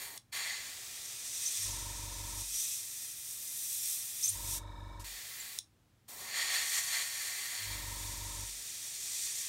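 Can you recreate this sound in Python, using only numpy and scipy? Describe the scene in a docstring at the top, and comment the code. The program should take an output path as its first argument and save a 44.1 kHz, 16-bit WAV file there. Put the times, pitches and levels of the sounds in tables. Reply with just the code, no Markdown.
"""A bright airbrush hiss, broken by three short pauses, sprays a hand-held plastic model in a small room.
The air jet hisses by itself, brighter where it grazes edges (at times whistling), hollower where it
blows into recesses. The trigger shuts the air, twice with a metallic snap of the valve. A small piston
compressor cuts in three times to refill, humming and clattering over faint room air."""
import sys
import numpy as np
from scipy import signal
from scipy.fft import rfft, irfft
from scipy.io import wavfile

SR = 44100
rng = np.random.default_rng(int(sys.argv[2]) if len(sys.argv) > 2 else 0)


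def file_out(sig):
    """Save sig as 16-bit WAV at sys.argv[1]."""
    # one column per channel
    cols = np.atleast_2d(sig).T
    # limit, then scale
    lim = np.clip(cols, -1, 1)
    pcm = np.round(lim * 32767).astype(np.int16)
    wavfile.write(sys.argv[1], SR, pcm)


N = 418068
TIME = np.arange(N) / SR
FREQS = np.maximum(np.fft.rfftfreq(N, 1 / SR), 1)


def from_db(db):
    """Decibels to gain."""
    return 10 ** (np.asarray(db) / 20)


def unit_power(x):
    """Scale to an RMS of 1."""
    return x / np.sqrt(np.mean(x ** 2) + 1e-20)


def fader(rows):
    """Gain curve through rows of (time [s], level [dB])."""
    return from_db(np.interp(TIME, *np.transpose(rows)))


def gate(start, stop, rise, fall):
    """Smooth on and off ramps centred on the given times, all in seconds."""
    return (1 + np.tanh((TIME - start) / rise)) * (1 - np.tanh((TIME - stop) / fall)) / 4


def tone(hz, crest_s):
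    """A sine of unit power with a crest at the given time."""
    return np.sqrt(2) * np.cos(2 * np.pi * hz * (TIME - crest_s))


def drift(rate_hz):
    """Random modulation of unit power, rolling off above the given rate."""
    return unit_power(irfft(rfft(rng.standard_normal(N)) / (1 + (FREQS / rate_hz) ** 2), N))


def noise(colour, peaks=()):
    """Turbulence of unit power, with a broad colour and resonances on top."""
    hz, db = np.transpose(colour)
    colour_db = np.interp(np.log(FREQS), np.log(hz), db)
    for centre, width, lift in peaks:
        colour_db = colour_db + lift / (1 + (2 * (FREQS - centre) / width) ** 2)
    low_rolloff = np.minimum(FREQS / hz[0], 1)
    return unit_power(irfft(rfft(rng.standard_normal(N)) * from_db(colour_db) * low_rolloff, N))


def sweeps(passes, falloff):
    """Gain that swells and fades as the jet passes each feature; a larger falloff is steeper."""
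    power = sum(from_db(db) ** 2 / (1 + ((TIME - centre) / half_length) ** 2 / falloff) ** falloff
                for centre, half_length, db in passes)
    return np.sqrt(power)


def free_jet():
    """The jet's own turbulent hiss, changing slowly with the hand's position."""
    # level ride: (time [s], level [dB])
    ride = [(.35, -59), (.65, -44), (2.22, -47), (3.12, -51), (5.3, -46), (5.64, -49.5), (6.84, -53.5),
            (7.65, -46), (9.48, -47.5)]
    # broad hiss: (frequency [Hz], relative level [dB])
    colour = [(300, -11.5), (700, -12.5), (1300, -17), (2000, -6), (4000, -9), (7000, -0.5), (9500, -1),
              (10400, -5), (12500, -2), (15500, -3.5)]
    # jet resonances: (frequency [Hz], width [Hz], lift [dB])
    peaks = [(1260, 310, 6.5), (2460, 80, 5.5), (3700, 1000, 8.5), (4870, 704, 4), (5580, 99, 5.5),
             (10700, 46, 0)]
    return fader(ride) * noise(colour, peaks)


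def recess_hiss(panel_db=-62):
    """Recesses ring hollow as the jet blows in; shallow panel lines always add a trace."""
    # the jet crosses a recess: (centre [s], half length [s], level [dB])
    passes = [(.022, 0.053, -45), (.354, 0.041, -42), (.458, 0.1, -38), (1.65, 0.15, -53),
              (5.116, 0.16, -49), (5.45, .084, -50.5), (6.397, 0.046, -33), (6.566, .068, -33.5),
              (6.763, 0.055, -36), (6.97, 0.057, -34), (7.23, 0.15, -43), (7.58, 0.24, -42.5),
              (9.43, 0.3, -53)]
    # hollow hiss: (frequency [Hz], relative level [dB])
    colour = [(300, -28.5), (700, -12.5), (1400, -10.5), (2000, -0.1), (2600, -6.5), (2950, -11),
              (4500, -15.5), (7000, -13.5), (9500, -7.5), (10500, -15), (13000, -11.5), (15500, -18.5)]
    # recess resonances: (frequency [Hz], width [Hz], lift [dB])
    peaks = [(1117, 38, 6.8), (1845, 108, 8.7), (2055, 33, 5), (2340, 78, 2.9), (3326, 600, 8.8),
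             (4124, 590, 10.3), (4523, 430, 14.2), (5470, 230, 9.6), (5900, 49, 6), (6840, 950, 11.8),
             (7100, 140, 3.2), (8220, 320, 6.7), (9430, 360, 2.2), (12800, 500, 3)]
    return np.hypot(from_db(panel_db), sweeps(passes, falloff=2.46)) * noise(colour, peaks)


def hull_rush():
    """The stream brushes the flat hull with a soft low rush."""
    # the jet crosses the hull: (centre [s], half length [s], level [dB])
    passes = [(.18, 0.33, -61), (6.275, .18, -58)]
    # dark rush: (frequency [Hz], relative level [dB])
    colour = [(200, -8.5), (600, -4), (1000, -0.5), (1500, -11), (4000, -33)]
    return sweeps(passes, falloff=3.1) * noise(colour)


def edge_hiss(fade_s=0.27, turn_s=4.8):
    """Grazed edges hiss brightly; their resonances change when the model is turned with the air off."""
    # steady skimming of small details: (start [s], stop [s], level [dB])
    skims = [(.93, 4.28, -45), (6.449, 7.57, -41.5), (7.92, 10.45, -44.5)]
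    # the jet crosses an edge: (centre [s], half length [s], level [dB])
    passes = [(1.533, 0.15, -36.5), (1.65, 0.027, -37.5), (2.598, 0.094, -37.5), (2.735, .04, -38),
              (3.762, 0.13, -41), (3.916, .044, -40), (4.269, 0.041, -35), (4.529, .045, -37.5),
              (6.735, 0.078, -35.5), (6.934, 0.049, -41), (8.023, .064, -43), (9.223, 0.13, -37),
              (9.39, 0.05, -38.5)]
    # bright hiss: (frequency [Hz], relative level [dB])
    colour = [(300, -41.5), (1200, -43.5), (2500, -24), (4800, -11.5), (5800, -2), (9000, -1),
              (10400, -7.5), (12000, -4), (15500, -12)]
    # edge resonances before the turn: (frequency [Hz], width [Hz], lift [dB])
    peaks = [(1212, 446, 14), (2030, 410, 8), (2410, 53, 8.4), (2530, 93, 12.5), (2680, 80, 5.3),
             (3550, 1120, 11), (5020, 87, 6.5), (5590, 130, 5.2), (5960, 120, 3), (6080, 60, 3.7),
             (8400, 52, 6.2), (8560, 130, 5.3), (9670, 330, 5.5), (11300, 180, 4.9), (14300, 220, 3.5)]
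    # and after it: (frequency [Hz], width [Hz], lift [dB])
    turned_peaks = [(2100, 650, 13), (2520, 200, 8), (3460, 950, 10), (4470, 510, 6.5), (5690, 120, 3.5),
                    (6360, 150, -0.5), (7030, 190, 2), (7270, 200, 2), (8330, 110, 3.5), (9290, 220, 6),
                    (11650, 210, -1.5), (12900, 500, 2)]
    skimming = sum(from_db(db) * gate(start, stop, rise=fade_s, fall=fade_s) for start, stop, db in skims)
    hiss = np.where(TIME < turn_s, noise(colour, peaks), noise(colour, turned_peaks))
    return np.hypot(skimming, sweeps(passes, falloff=1.42)) * hiss


def spray(flutter_db=.5, waver_db=1.0):
    """The jet and the sounds it raises on the model, all gated by the trigger valve."""
    # trigger held down: (open [s], shut [s])
    presses = [(-.05, 0.18), (.326, 4.587), (5.042, 5.591), (6.083, 9.6)]
    valve = sum(gate(start, stop, rise=.004, fall=.005) for start, stop in presses)
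    jet = free_jet()
    surface = edge_hiss() + recess_hiss() + hull_rush()
    # the stream flaps where it meets the surface
    flapping = from_db(flutter_db * drift(rate_hz=92) + waver_db * drift(rate_hz=8.2))
    return valve * (jet + flapping * surface)


def hand_held(x, beam_hz=9500, echo_gain=0.026, echo_s=.0017, sway_s=.00004):
    """The nozzle beams the top treble toward or away from us; a desk reflection shifts as the hands sway."""
    # aim of the nozzle: (time [s], treble gain [dB])
    aim = [(.16, 7.5), (.55, -6), (1.97, -7), (3.56, 4.5), (4.3, 1.7), (5.18, -1), (5.41, 2), (6.22, 3),
           (6.35, -3), (7.78, -0.5), (8.31, -6)]
    treble = irfft(rfft(x) / (1 + (beam_hz / FREQS) ** 6), N)
    beamed = x + (fader(aim) - 1) * treble
    delay_s = echo_s + sway_s * drift(rate_hz=.7)
    return beamed + echo_gain * np.interp(TIME - delay_s, TIME, beamed)


def room(x, t60, wet_db, dull_hz=9000):
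    """Dense reflections from desk and walls die away quickly."""
    t = TIME[:SR // 2]
    tail = rng.standard_normal(len(t)) * from_db(-60 * t / t60) * (t > .002)   # 2 ms pre-delay
    tail = signal.sosfilt(signal.butter(1, dull_hz, fs=SR, output="sos"), tail)
    return x + from_db(wet_db) * signal.fftconvolve(x, tail / np.linalg.norm(tail))[:N]


def room_tone(air_db=-69.5):
    """A bed of low room air and faint steady hum."""
    # room air: (frequency [Hz], relative level [dB])
    colour = [(15, -40.5), (25, -26.5), (43, -9.5), (75, -6.5), (107, -6), (173, -13), (233, -14.5),
              (260, -21), (313, -15.5), (389, -23), (6550, -34.5), (15500, -40)]
    # hum partials: (frequency [Hz], level [dB])
    hum = [(100, -81.5), (119, -77.5), (237, -89), (307, -90)]
    return from_db(air_db) * noise(colour) + sum(from_db(db) * tone(hz, rng.random()) for hz, db in hum)


def valve_snaps(grit=0.49, grit_hz=1500):
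    """The metal valve hits its seat: a short, gritty ring of its modes."""
    # the valve snaps shut: (time [s], level [dB])
    snaps = [(.1765, -36), (5.588, -29)]
    # valve modes: (frequency [Hz], relative level [dB], decay [s])
    modes = [(3516, -5.5, 0.0023), (4000, -6, 0.0021), (5500, -2, 0.0017), (6600, -6, 0.0021),
             (8200, -2, .0009), (9450, -1, 0.0016), (15160, -13, .0009)]
    out, t = np.zeros(N), TIME[:SR // 20]
    for time_s, db in snaps:
        ring = sum(from_db(mode_db) * np.exp(-t / decay) * np.sin(2 * np.pi * (hz * t + rng.random()))
                   for hz, mode_db, decay in modes)
        at = round(time_s * SR)
        out[at:at + len(t)] += from_db(db) * ring
    gritty = out * (1 + grit * drift(rate_hz=grit_hz))
    # the snap carries nothing below about 2.8 kHz
    return signal.sosfilt(signal.butter(4, 2800, "high", fs=SR, output="sos"), gritty)


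def whistles(wander_hz=130, roughness=.3):
    """On a sharp edge the jet locks briefly into an unsteady gliding tone."""
    # edge tones: (start [s], length [s], first pitch [Hz], last pitch [Hz], level [dB])
    glides = [(1.459, 0.01, 5730, 6100, -31), (1.466, 0.021, 6280, 6150, -36.5),
              (2.529, 0.15, 5740, 6140, -43), (4.227, 0.01, 5480, 5760, -34),
              (4.236, .016, 6200, 6270, -29.5), (4.254, .01, 6090, 6270, -29),
              (4.278, 0.0057, 6000, 6380, -29.5), (4.281, 0.014, 6900, 7130, -33.5),
              (4.286, 0.021, 8300, 9530, -31.5), (5.395, .025, 7600, 7050, -45.5)]
    out, wander = np.zeros(N), wander_hz * drift(rate_hz=488)
    for start, length, first, last, db in glides:
        progress = np.clip((TIME - start) / length, 0, 1)
        pitch = first + (last - first) * progress + wander
        swell = np.sqrt(2 * np.abs(np.sin(np.pi * progress)))
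        out += from_db(db) * swell * np.sin(2 * np.pi * np.cumsum(pitch) / SR)
    return out * (1 + roughness * drift(rate_hz=700))


def resonate(x, hz, width):
    """Two-pole resonance applied twice, for steep flanks."""
    r = np.exp(-np.pi * width / SR)
    section = [1 - r, 0, r - 1, 1, -2 * r * np.cos(2 * np.pi * hz / SR), r * r]
    return signal.sosfilt([section, section], x + 1e-18)


def pump_clatter(turns, noise_db=-63, puff_gain=0.014):
    """Each turn of the pump rings its housing with a knock and a puff of air, over steady noise."""
    # clatter noise: (frequency [Hz], relative level [dB])
    colour = [(100, 6.5), (300, -3), (700, 0), (1300, -0.5), (2100, -20.5), (2900, -16), (4300, -15),
              (7000, -13.5), (11000, -24), (15500, -35)]
    # housing modes: (frequency [Hz], width [Hz], level [dB], strike point in the turn [0-1])
    housing = [(315, 76, -69, .8), (589, 95, -74, .6), (926.2, 46.5, -56.5, .66), (1045, 80, -62.5, .95),
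               (1300, 180, -69.5, .2), (1737, 240, -67, .38), (2282, 84, -69, .76), (3740, 310, -65.5, 0.3),
               (5220, 200, -76, 1), (8130, 250, -80, .05), (9900, 200, -86, .05), (10950, 150, -88, .05),
               (13150, 200, -85.5, 0.04), (13830, 140, -87, .05)]
    clatter = from_db(noise_db) * noise(colour)
    for hz, width, db, strike_point in housing:
        turns_since = (turns - strike_point) % 1
        knock = np.diff(turns_since, prepend=0) < -.5
        # low modes follow the regular knock, high ones the puff of air through the valves
        puff = puff_gain * (hz / 1000) ** 2 * np.exp(-turns_since) * rng.standard_normal(N)
        clatter += from_db(db) * unit_power(resonate(knock + puff, hz, width))
    return clatter


def compressor(stroke_hz=23.57, mains_hz=50, motor_db=-55.5, surge_db=-50, rocking_db=-55):
    """Piston strokes shake and rattle the pump; the motor hum beats against the shaking."""
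    # refills: (start [s], stop [s], heavy stroke that sets the phase [s])
    runs = [(1.655, 2.43, 1.700), (4.35, 5.04, 4.491), (7.67, 8.46, 7.715)]
    # shaking partials: (multiple of the stroke rate, level [dB])
    partials = [(2, -49), (3, -60.5), (4, -54), (5, -66), (6, -66), (8, -71.5), (10, -72.5), (13, -69),
                (15, -72.5), (20, -73), (24, -69.5), (26, -72.5)]
    pumping, surge, rocking, heavy_s = np.zeros((4, N))
    for start, stop, heavy in runs:
        pumping += gate(start, stop, rise=.025, fall=.025)
        # the motor hums hard until the pump is up to speed, and the pump rocks on after it stops
        surge += gate(start - .05, start, rise=.04, fall=.02)
        rocking += gate(stop, stop + 0.11, rise=.02, fall=.07)
        heavy_s[TIME > start - .5] = heavy
    motor = (from_db(motor_db) * pumping + from_db(surge_db) * surge) * tone(2 * mains_hz, heavy_s)
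    shaking = pumping * sum(from_db(db) * tone(k * stroke_hz, heavy_s) for k, db in partials)
    coasting = from_db(rocking_db) * rocking * tone(2 * stroke_hz, heavy_s)
    clatter = pumping * pump_clatter(turns=(TIME - heavy_s) * stroke_hz)
    return room(clatter, t60=.25, wet_db=-11) - motor - shaking - coasting


def trigger_leak(level_db=-52):
    """A wisp of air slips past the barely pressed trigger."""
    # valve just ajar: (open [s], shut [s])
    leaks = [(4.996, 5.03)]
    # thin hiss: (frequency [Hz], relative level [dB])
    colour = [(1500, -6), (3800, -5), (8000, 1), (10500, -4), (12500, -2), (14000, -16)]
    opening = sum(gate(start, stop, rise=.001, fall=0.012) for start, stop in leaks)
    return from_db(level_db) * opening * noise(colour)


def scene():
    """Airbrush, room tone and compressor, alike in both channels."""
    hiss = hand_held(trigger_leak() + spray())
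    airbrush = room(hiss + whistles() + valve_snaps(), t60=0.16, wet_db=-12.5)
    return np.tile(airbrush + room_tone() + compressor(), (2, 1))


def record(dry, cutoff_hz=15750):
    """A steep low-pass trims the very top of the hiss."""
    return signal.sosfilt(signal.ellip(12, .1, 80, cutoff_hz, fs=SR, output="sos"), dry)


dry = scene()
out = record(dry)
file_out(out)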